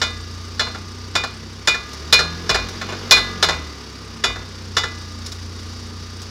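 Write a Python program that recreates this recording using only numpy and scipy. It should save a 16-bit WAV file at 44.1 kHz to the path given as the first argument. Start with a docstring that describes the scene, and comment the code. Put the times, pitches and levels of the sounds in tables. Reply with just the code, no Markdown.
"""Snapping driveline joint under a vehicle

Heard from close below a running four-wheel-drive vehicle: a driveline joint snaps over again and again.
Each snap is a burst of chattering contact noise with ringing steel modes and a low rocking swing; softer
rebounds and light ticks fall in between. The engine is a stack of sine orders under pulsing bands of noise;
it revs up gently once and settles back. A soft steady tone and a thin whistle lie around it.
"""
import sys
import numpy as np
from scipy.fft import rfft, irfft, next_fast_len
from scipy.io import wavfile
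from scipy.ndimage import uniform_filter1d, minimum_filter1d, map_coordinates

SR = 44100
rng = np.random.default_rng(int(sys.argv[2]) if len(sys.argv) > 2 else 0)


def dump_mix(stems):
    """Bounce the given channels to the path in sys.argv[1] as a 16-bit WAV at rate SR."""
    frames = np.atleast_2d(stems).T  # one column per channel
    limited = np.clip(frames, -1, 1)  # hard clip at full scale
    pcm = np.round(limited * 32767).astype(np.int16)
    wavfile.write(sys.argv[1], SR, pcm)


N = 277830  # length in samples


def amp(db):
    """Decibels to gain."""
    return 10 ** (np.asarray(db) / 20)


def unit(x):
    """Scale to rms 1."""
    return x / np.sqrt(np.mean(x ** 2) + 1e-20)


def along(points, hz):
    """Read a curve of (Hz, value) points on a log frequency axis."""
    f, v = np.transpose(points)
    return np.interp(np.log(hz + 1), np.log(f + 1), v)


def wobble(rate):
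    """A smooth random curve with rate knots a second."""
    knots = rng.standard_normal(int(N * rate / SR) + 4)
    return map_coordinates(knots, [np.arange(N) * rate / SR])


def noise(spectrum, size, gain=1):
    """White noise coloured by a spectrum and a gain per frequency, scaled to rms 1."""
    hz = np.fft.rfftfreq(size, 1 / SR)
    white = rfft(rng.standard_normal(size))
    return unit(irfft(white * gain * amp(along(spectrum, hz)), size))


def ring(modes, t, attack):
    """Sum of exponentially fading modes, each struck at a slightly new strength."""
    hz, db, t60 = np.transpose(modes)[:, :, None]
    strength_db = db + 1.2 * rng.standard_normal(hz.shape)
    phase = 2 * np.pi * (hz * t + rng.random(hz.shape))
    modes_sum = np.sum(amp(strength_db - 60 * t / t60) * np.sin(phase), axis=0)
    return modes_sum * (1 - np.exp(-t / attack))


def ripple(size, depth_db, spacing):
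    """Close-packed resonances of the underbody, spacing in Hz: a gain for each frequency of a spectrum."""
    knots = np.fft.rfftfreq(size, 1 / SR) / spacing
    return amp(depth_db * np.tanh(map_coordinates(rng.standard_normal(SR // 8), [knots])))


def add(out, s, sound):
    """Mix a sound in at s seconds."""
    out[round(s * SR):][:len(sound)] += sound


# The engine revs up once and settles. Each row: time in seconds, pulse rate in Hz.
SPEED = [(0.0, 28.48), (1.56, 31.68), (1.7, 32.66), (1.95, 36.7), (2.21, 40.48), (2.56, 44.47),
         (2.96, 47.42), (3.28, 46.6), (3.45, 42.72), (3.75, 35.72), (4.02, 33.08), (4.38, 31.1),
         (5.09, 29.41), (5.42, 29.35), (6.18, 30.0), (6.3, 31.1)]
IDLE_HZ = 30  # pulse rate at rest


def engine_speed():
    """The engine's pulse rate in Hz, and the same speed in octaves above idle."""
    s, hz = np.transpose(SPEED)
    rate_hz = np.interp(np.arange(N) / SR, s, hz)
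    return rate_hz, np.log2(rate_hz / IDLE_HZ)


def shudder():
    """A faint, unsteady band of low noise."""
    spectrum = [(15, -42), (35, -19), (50, 0), (100, -4), (160, -13), (400, -50), (2000, -100)]
    return amp(-52.5 + 2.5 * wobble(5)) * noise(spectrum, N)


def whistle():
    """A thin, wavering sine high above the body of the hiss."""
    hz = 10850 + 40 * wobble(2) + 45 * wobble(200)
    return amp(-69.0 + 2.2 * wobble(2.1)) * np.sin(2 * np.pi * np.cumsum(hz) / SR)


def soft_tone(rev):
    """A soft, slightly wavering sine at the pitch of the longest-ringing shaft mode, stronger at higher revs."""
    cycles = SHAFT[0][0] * np.arange(N) / SR + .15 * wobble(16)
    return amp(-50.5 + 5 * rev + 1.2 * wobble(6)) * np.sin(2 * np.pi * cycles)


def valve_gear(pulses, rev, underbody):
    """The valve gear ticks once a pulse, never quite alike: bright noise that decays through each pulse."""
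    spectrum = [(3000, -10), (6000, 2), (8500, 15), (12000, -16), (16000, -11)]
    taps = amp(2.5 * wobble(IDLE_HZ)) * np.exp(-(pulses % 1) / .3)
    return amp(-52 - 7.8 * rev) * taps * noise(spectrum, N, underbody)


# Colour of the engine hiss. Each row: frequency in Hz, density in dB per Hz.
HISS = [(1470, -1.5), (2500, -10), (2940, -3), (3180, -7.5), (3770, 3.5), (4070, -1.5), (4680, 7),
        (5990, 1.5), (8620, -20.5), (9450, -19), (11200, -19), (15900, -29)]
# Hiss loudness, with a lull just above idle. Each row: pulse rate in Hz, level in dB.
HISS_BY_SPEED = [(29.5, -40), (32, -42.5), (36, -40), (42, -38.5), (47, -37.5)]


def hiss(rate_hz, beat, underbody):
    """Bright engine noise that swells a little with every pulse."""
    level_db = along(HISS_BY_SPEED, rate_hz) + 1.5 * beat + 0.6 * wobble(25)
    return amp(level_db) * noise(HISS, N, underbody)


# Colour of the engine's broad rumble. 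Each row: frequency in Hz, density in dB per Hz.
RUMBLE = [(70, -41), (130, -11.5), (230, -6), (320, -11), (450, -9.5), (640, -22.5), (950, -15),
          (1400, -16), (1900, -17.5), (2700, -22), (3600, -20.5), (6000, -100)]


def rumble(rev, beat, underbody):
    """Broad mechanical noise that pulses with the engine and grows with its speed."""
    level_db = -42.5 + 10 * rev + 1.2 * beat + 0.35 * wobble(6.1)
    return amp(level_db) * noise(RUMBLE, N, underbody)


# Strength of each engine order. Each row: multiple of the pulse rate, level in dB.
ORDERS = [(1, -12), (2, -0.5), (3, -0.5), (4, -3), (5, -7.5), (6, -15.5), (7, -6.5), (8, -7), (9, -14),
          (10, -8.5), (11, -9.5), (12, -20), (14, -13.5), (17, -9.5)]
# Boom of the exhaust and the space under the floor. Each row: frequency in Hz, gain in dB.
BOOM = [(30, -21), (45, 2), (60, -10.5), (75, 2.5), (90, -1), (105, -7), (122, -18), (143, -16),
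        (165, -4.5), (190, -18.5), (225, -4), (270, -13), (550, -16.5)]
# Hum loudness, with a lull just above idle. Each row: pulse rate in Hz, level in dB.
HUM_BY_SPEED = [(29.5, -30), (31.5, -32), (35, -36), (41, -30.5), (47, -30)]


def hum(pulses, rate_hz, waver_db, load_db):
    """Exhaust orders slide through the fixed boom; the higher ones waver more and grow under load."""
    out = np.zeros(N)
    for order, db in ORDERS:
        unsteady = min(order / 8, 1)
        level_db = db + along(BOOM, order * rate_hz) + waver_db * unsteady * wobble(9)
        level_db += load_db * (order > 3)
        phase = order * pulses + rng.random() + 0.012 * unsteady * wobble(28)
        out += amp(level_db) * np.sin(2 * np.pi * phase)
    return amp(along(HUM_BY_SPEED, rate_hz)) * out


def engine(rate_hz, rev):
    """Hum, rumble, hiss and valve gear share one pulse; shudder, soft tone and whistle lie around them."""
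    pulses = np.cumsum(rate_hz) / SR
    beat = np.cos(2 * np.pi * pulses)
    underbody = ripple(N, depth_db=2, spacing=60)
    pulsing = hum(pulses, rate_hz, waver_db=2.5, load_db=7.2 * rev)
    pulsing += rumble(rev, beat, underbody) + hiss(rate_hz, beat, underbody)
    pulsing += valve_gear(pulses, rev, underbody)
    return pulsing + shudder() + soft_tone(rev) + whistle()


def fade(t, hold, t60, tail_db, tail_t60, attack):
    """Level while the parts rattle, then a fast decay and the echo between floor pan and ground."""
    rattle = amp(-60 * np.maximum(t - hold, t / 3) / t60)
    echo = amp(tail_db - 60 * t / tail_t60)
    return np.hypot(rattle, echo) * (1 - np.exp(-t / attack))


def chatter(t, spread, life, share, count=7):
    """The parts hit once, then chatter against each other for a few hundredths of a second."""
    later = spread * (np.arange(count) + rng.random(count)) / count
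    when = np.append(0, later)[:, None]
    size = rng.uniform(0.14, 1, (count + 1, 1))
    hits = size * (t >= when) * np.exp(-np.abs(t - when) / life)
    return 1 + share * np.sum(hits, axis=0)


# Contact noise: dull housing, sharp steel, and the thin, bright edge of a tick.
# Each row: frequency in Hz, density in dB per Hz.
CLACK = [(30, -18), (130, 1.5), (250, -15.5), (420, 2), (620, 1.5), (750, -2), (920, 4), (1200, 2.5),
         (1400, 4), (1800, -5), (2250, -3), (2800, -8.5), (5000, -64)]
CRACK = [(1500, -13.5), (3200, -4), (3600, 7), (3850, 4), (4450, -1.5), (4750, 3.5), (5300, 4),
         (6400, -5.5), (7000, -2.5), (8000, -16.5), (11000, -18.5), (16000, -45)]
SPIT = [(2500, -20), (4400, -3), (5600, 4), (7500, -9), (10500, -12.5), (16000, -27)]
# Ringing modes: the damped housing, the shaft, the shaft's strongest note, and a beating pair of the tube
# wall. Each row: frequency in Hz, level in dB, time to fall 60 dB in seconds.
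HOUSING = [(449, -17.5, 0.4), (499, -42, 0.5), (913, -15.5, 0.21), (1160, -21, 0.64), (1349, -4, 0.15),
           (1406, 0, 0.16), (1510, -5.5, 0.06), (1608, -2.5, 0.073), (1754, 6.5, 0.049)]
SHAFT = [(1207, -23, 2.6), (1440, -20, .9), (1680, -16, 1), (2005, -8, .56), (2080, -15, .25),
         (2193, -15, .3), (2942, -5, .27), (3457, 1, .19), (3518, -14, .3), (3579, -7, .14),
         (3623, -3.5, .45), (3765, -11, .36), (3935, -17, .35), (4691, -5.5, .25), (4762, -15, .35),
         (4982, -8, .22), (5066, -8, .18), (5381, -9, .17), (5636, -12, .2), (6138, -12, .17),
         (6508, -21, .26), (6667, -19, .26), (6861, -14, .19), (6932, -17, .17), (7387, -17, .17),
         (7495, -13, .13), (10215, -29, .22)]
BENDING = [(2443, 0, .23)]
WALL = [(4078, -2, .28), (4151, 0, .35)]
# Above BRIGHT_HZ the crack tilts by BRIGHT_TILT dB per octave for each dB of its level over the pivot.
BRIGHT_HZ, BRIGHT_TILT, BRIGHT_PIVOT_DB = 6500, 0.53, -17


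def blow(levels, underbody):
    """One contact clacks in the housing, cracks on steel and rings the shaft; levels holds dB per part."""
    t = np.arange(SR) / SR
    # seconds of rattle: longer for hard snaps than for light knocks
    hold = np.interp(levels["crack"], [-32.5, -22.5], [.005, .013])
    contacts = chatter(t, spread=2 * hold + .008, life=.0014, share=1.4)
    dull = fade(t, hold, t60=0.099, tail_db=-7.0, tail_t60=0.44, attack=0.0024)
    sharp = fade(t, hold, t60=0.054, tail_db=-8.5, tail_t60=0.32, attack=0.00067)
    # harder contacts are brighter
    octaves = np.log2(np.maximum(np.fft.rfftfreq(len(t), 1 / SR) / BRIGHT_HZ, 1))
    bright = amp(BRIGHT_TILT * max(levels["crack"] - BRIGHT_PIVOT_DB, -3) * octaves)
    parts = {"clack": contacts * dull * noise(CLACK, len(t), underbody),
             "crack": contacts * sharp * noise(CRACK, len(t), underbody * bright),
             "housing": ring(HOUSING, t, attack=0.0014),
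             "shaft": ring(SHAFT, t, attack=0.00077),
             "bending": ring(BENDING, t, attack=0.037),  # the bending note builds up slowly
             "wall": ring(WALL, t, attack=0.00068)}
    if "spit" in levels:
        parts["spit"] = contacts * sharp * noise(SPIT, len(t), underbody)
    return sum(amp(db) * parts[name] for name, db in levels.items())


def answer(law, force_db, other):
    """The level of each part for a blow of this force and this engine speed or hardness."""
    return {name: db + per_force * force_db + per_other * other
            for name, (db, per_force, per_other) in law.items()}


# Light, bright ticks between the snaps. Each row: start in seconds, level in dB.
TICKS = [(1.931, -37), (2.686, -35.5), (5.262, -32.5), (5.319, -33), (6.217, -37)]
# Mix of a tick. Each entry: part, share in dB.
TICK_PARTS_DB = {"clack": -11, "crack": -3, "spit": -2, "housing": -15}


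def ticks(out, underbody):
    """Light contacts of noise and housing only, with a thin, bright edge."""
    for s, db in TICKS:
        levels = {name: db + part_db for name, part_db in TICK_PARTS_DB.items()}
        add(out, s, blow(levels, underbody))


# The slack knocks back, softly or steel on steel. Each row: start in seconds, force in dB, hardness in dB.
REBOUNDS = [(0.666, -10.5, -7), (0.746, -13.5, 2), (1.236, -6.5, 3.5), (1.744, -11.5, 10), (2.19, 0, 4),
            (2.228, -14, -19), (2.5445, 1.5, -1.5), (2.585, -6.5, -13), (2.813, -8, 0.5), (2.889, -7, -9),
            (2.9225, -6, -11), (3.168, 0, -1.5), (3.4865, 0.5, -0.5), (3.528, -6, -11), (4.296, -13, -17),
            (4.358, -11, -8), (4.835, -9, 9)]
# How each part answers a rebound. Each entry: part, level in dB, dB per dB of force, dB per dB of hardness.
REBOUND_LAW = {"clack": (-21, 1, 0.018), "crack": (-22.5, 1.5, 0.68), "housing": (-21.5, .98, 0.98),
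               "shaft": (-27, 1.12, 0.43), "bending": (-16.5, 1.55, 0.45), "wall": (-29.5, .95, 0.21)}


def rebounds(out, underbody):
    """The slack in the joint knocks back; harder contacts bring up the steel."""
    for s, force_db, hardness_db in REBOUNDS:
        add(out, s, blow(answer(REBOUND_LAW, force_db, hardness_db), underbody))


# The most dB one rebound takes off, the force in dB below which it takes none, and its ramp in seconds.
CHOKE_DB, CHOKE_FROM_DB, CHOKE_S = 9, -12, 0.0097


def choke(start, t):
    """Decibels that later rebounds take off the bending note: the firmer the joint closes, the more."""
    taken_db = 0
    for s, force_db, _ in REBOUNDS:
        if s > start:
            ramp = np.clip((start + t - s) / CHOKE_S + .5, 0, 1)
            taken_db = taken_db + np.clip(force_db - CHOKE_FROM_DB, 0, CHOKE_DB) * ramp
    return taken_db


def rocking(t, hz, swell):
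    """The heavy drivetrain rocks on its mounts after a snap: a low sine that swells and dies away."""
    u = t / swell
    turns = hz * (1 + 0.05 * rng.standard_normal()) * t + rng.random()
    return (u * np.exp(1 - u)) ** 2 * np.sin(2 * np.pi * turns)


# The joint snaps over; where it lands decides how much the bending note and the tube wall ring.
# Each row: start in seconds, force in dB, extra bending in dB, extra wall in dB, rocking in dB.
SNAPS = [(0.0157, -2, -1.5, 0.5, -34), (0.5946, -4, -6, 9.5, -43), (1.1526, -2, 5, -1, -44),
         (1.673, 3, 5, -3, -39), (2.1256, 8.5, 2, 3.5, -34), (2.493, -0.5, 3, 2, -26),
         (3.1097, 11.5, -0.5, 1.5, -33), (3.426, 4, -10, 0.5, -35), (4.2383, 0, -1.5, -17, -32),
         (4.767, 0, -12, -13, -41)]
# How each part answers a snap.
# Each entry: part, level in dB, dB per dB of force, dB per octave of engine speed.
SNAP_LAW = {"clack": (-22, 0.23, 7.4), "crack": (-17.5, 0.97, -.5), "housing": (-17.5, 0.55, -7.5),
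            "shaft": (-18.5, 1, -5), "bending": (-10.5, 1.35, -.5), "wall": (-25.5, 1.33, .5)}


def snaps(out, rev, underbody):
    """The joint snaps over, rings the steel and rocks the drivetrain; engine speed shifts the mix of parts."""
    t = np.arange(SR) / SR
    for s, force_db, bending_db, wall_db, rocking_db in SNAPS:
        levels = answer(SNAP_LAW, force_db, rev[round(s * SR)])
        levels["bending"] += bending_db - choke(s, t)
        levels["wall"] += wall_db
        swing = amp(rocking_db) * rocking(t, hz=51.7, swell=0.075)
        add(out, s, blow(levels, underbody) + swing)


def joint(rev):
    """Ticks, rebounds and snaps, with contact noise coloured by the same underbody resonances."""
    out = np.zeros(N + 2 * SR)
    underbody = ripple(SR, depth_db=5, spacing=45)
    ticks(out, underbody)
    rebounds(out, underbody)
    snaps(out, rev, underbody)
    return out[:N]


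def scene():
    """Engine and joint, heard from close below."""
    rate_hz, rev = engine_speed()
    return (engine(rate_hz, rev) + joint(rev))[None]


TOP_HZ = 16000  # band limit


def record(dry):
    """A limiter only partly holds the loudest snaps, which still clip; nothing is kept above the band limit."""
    needed = np.minimum(1, amp(5.0) / (np.abs(dry) + 1e-9))
    held = dry * uniform_filter1d(minimum_filter1d(needed, size=180), size=180)
    clipped = held / (1 + np.abs(held) ** 8) ** (1 / 8)
    size = next_fast_len(N + SR // 2)
    in_band = np.fft.rfftfreq(size, 1 / SR) < TOP_HZ
    return irfft(rfft(clipped, size) * in_band, size)[..., :N]


dry = scene()
out = record(dry)
dump_mix(out)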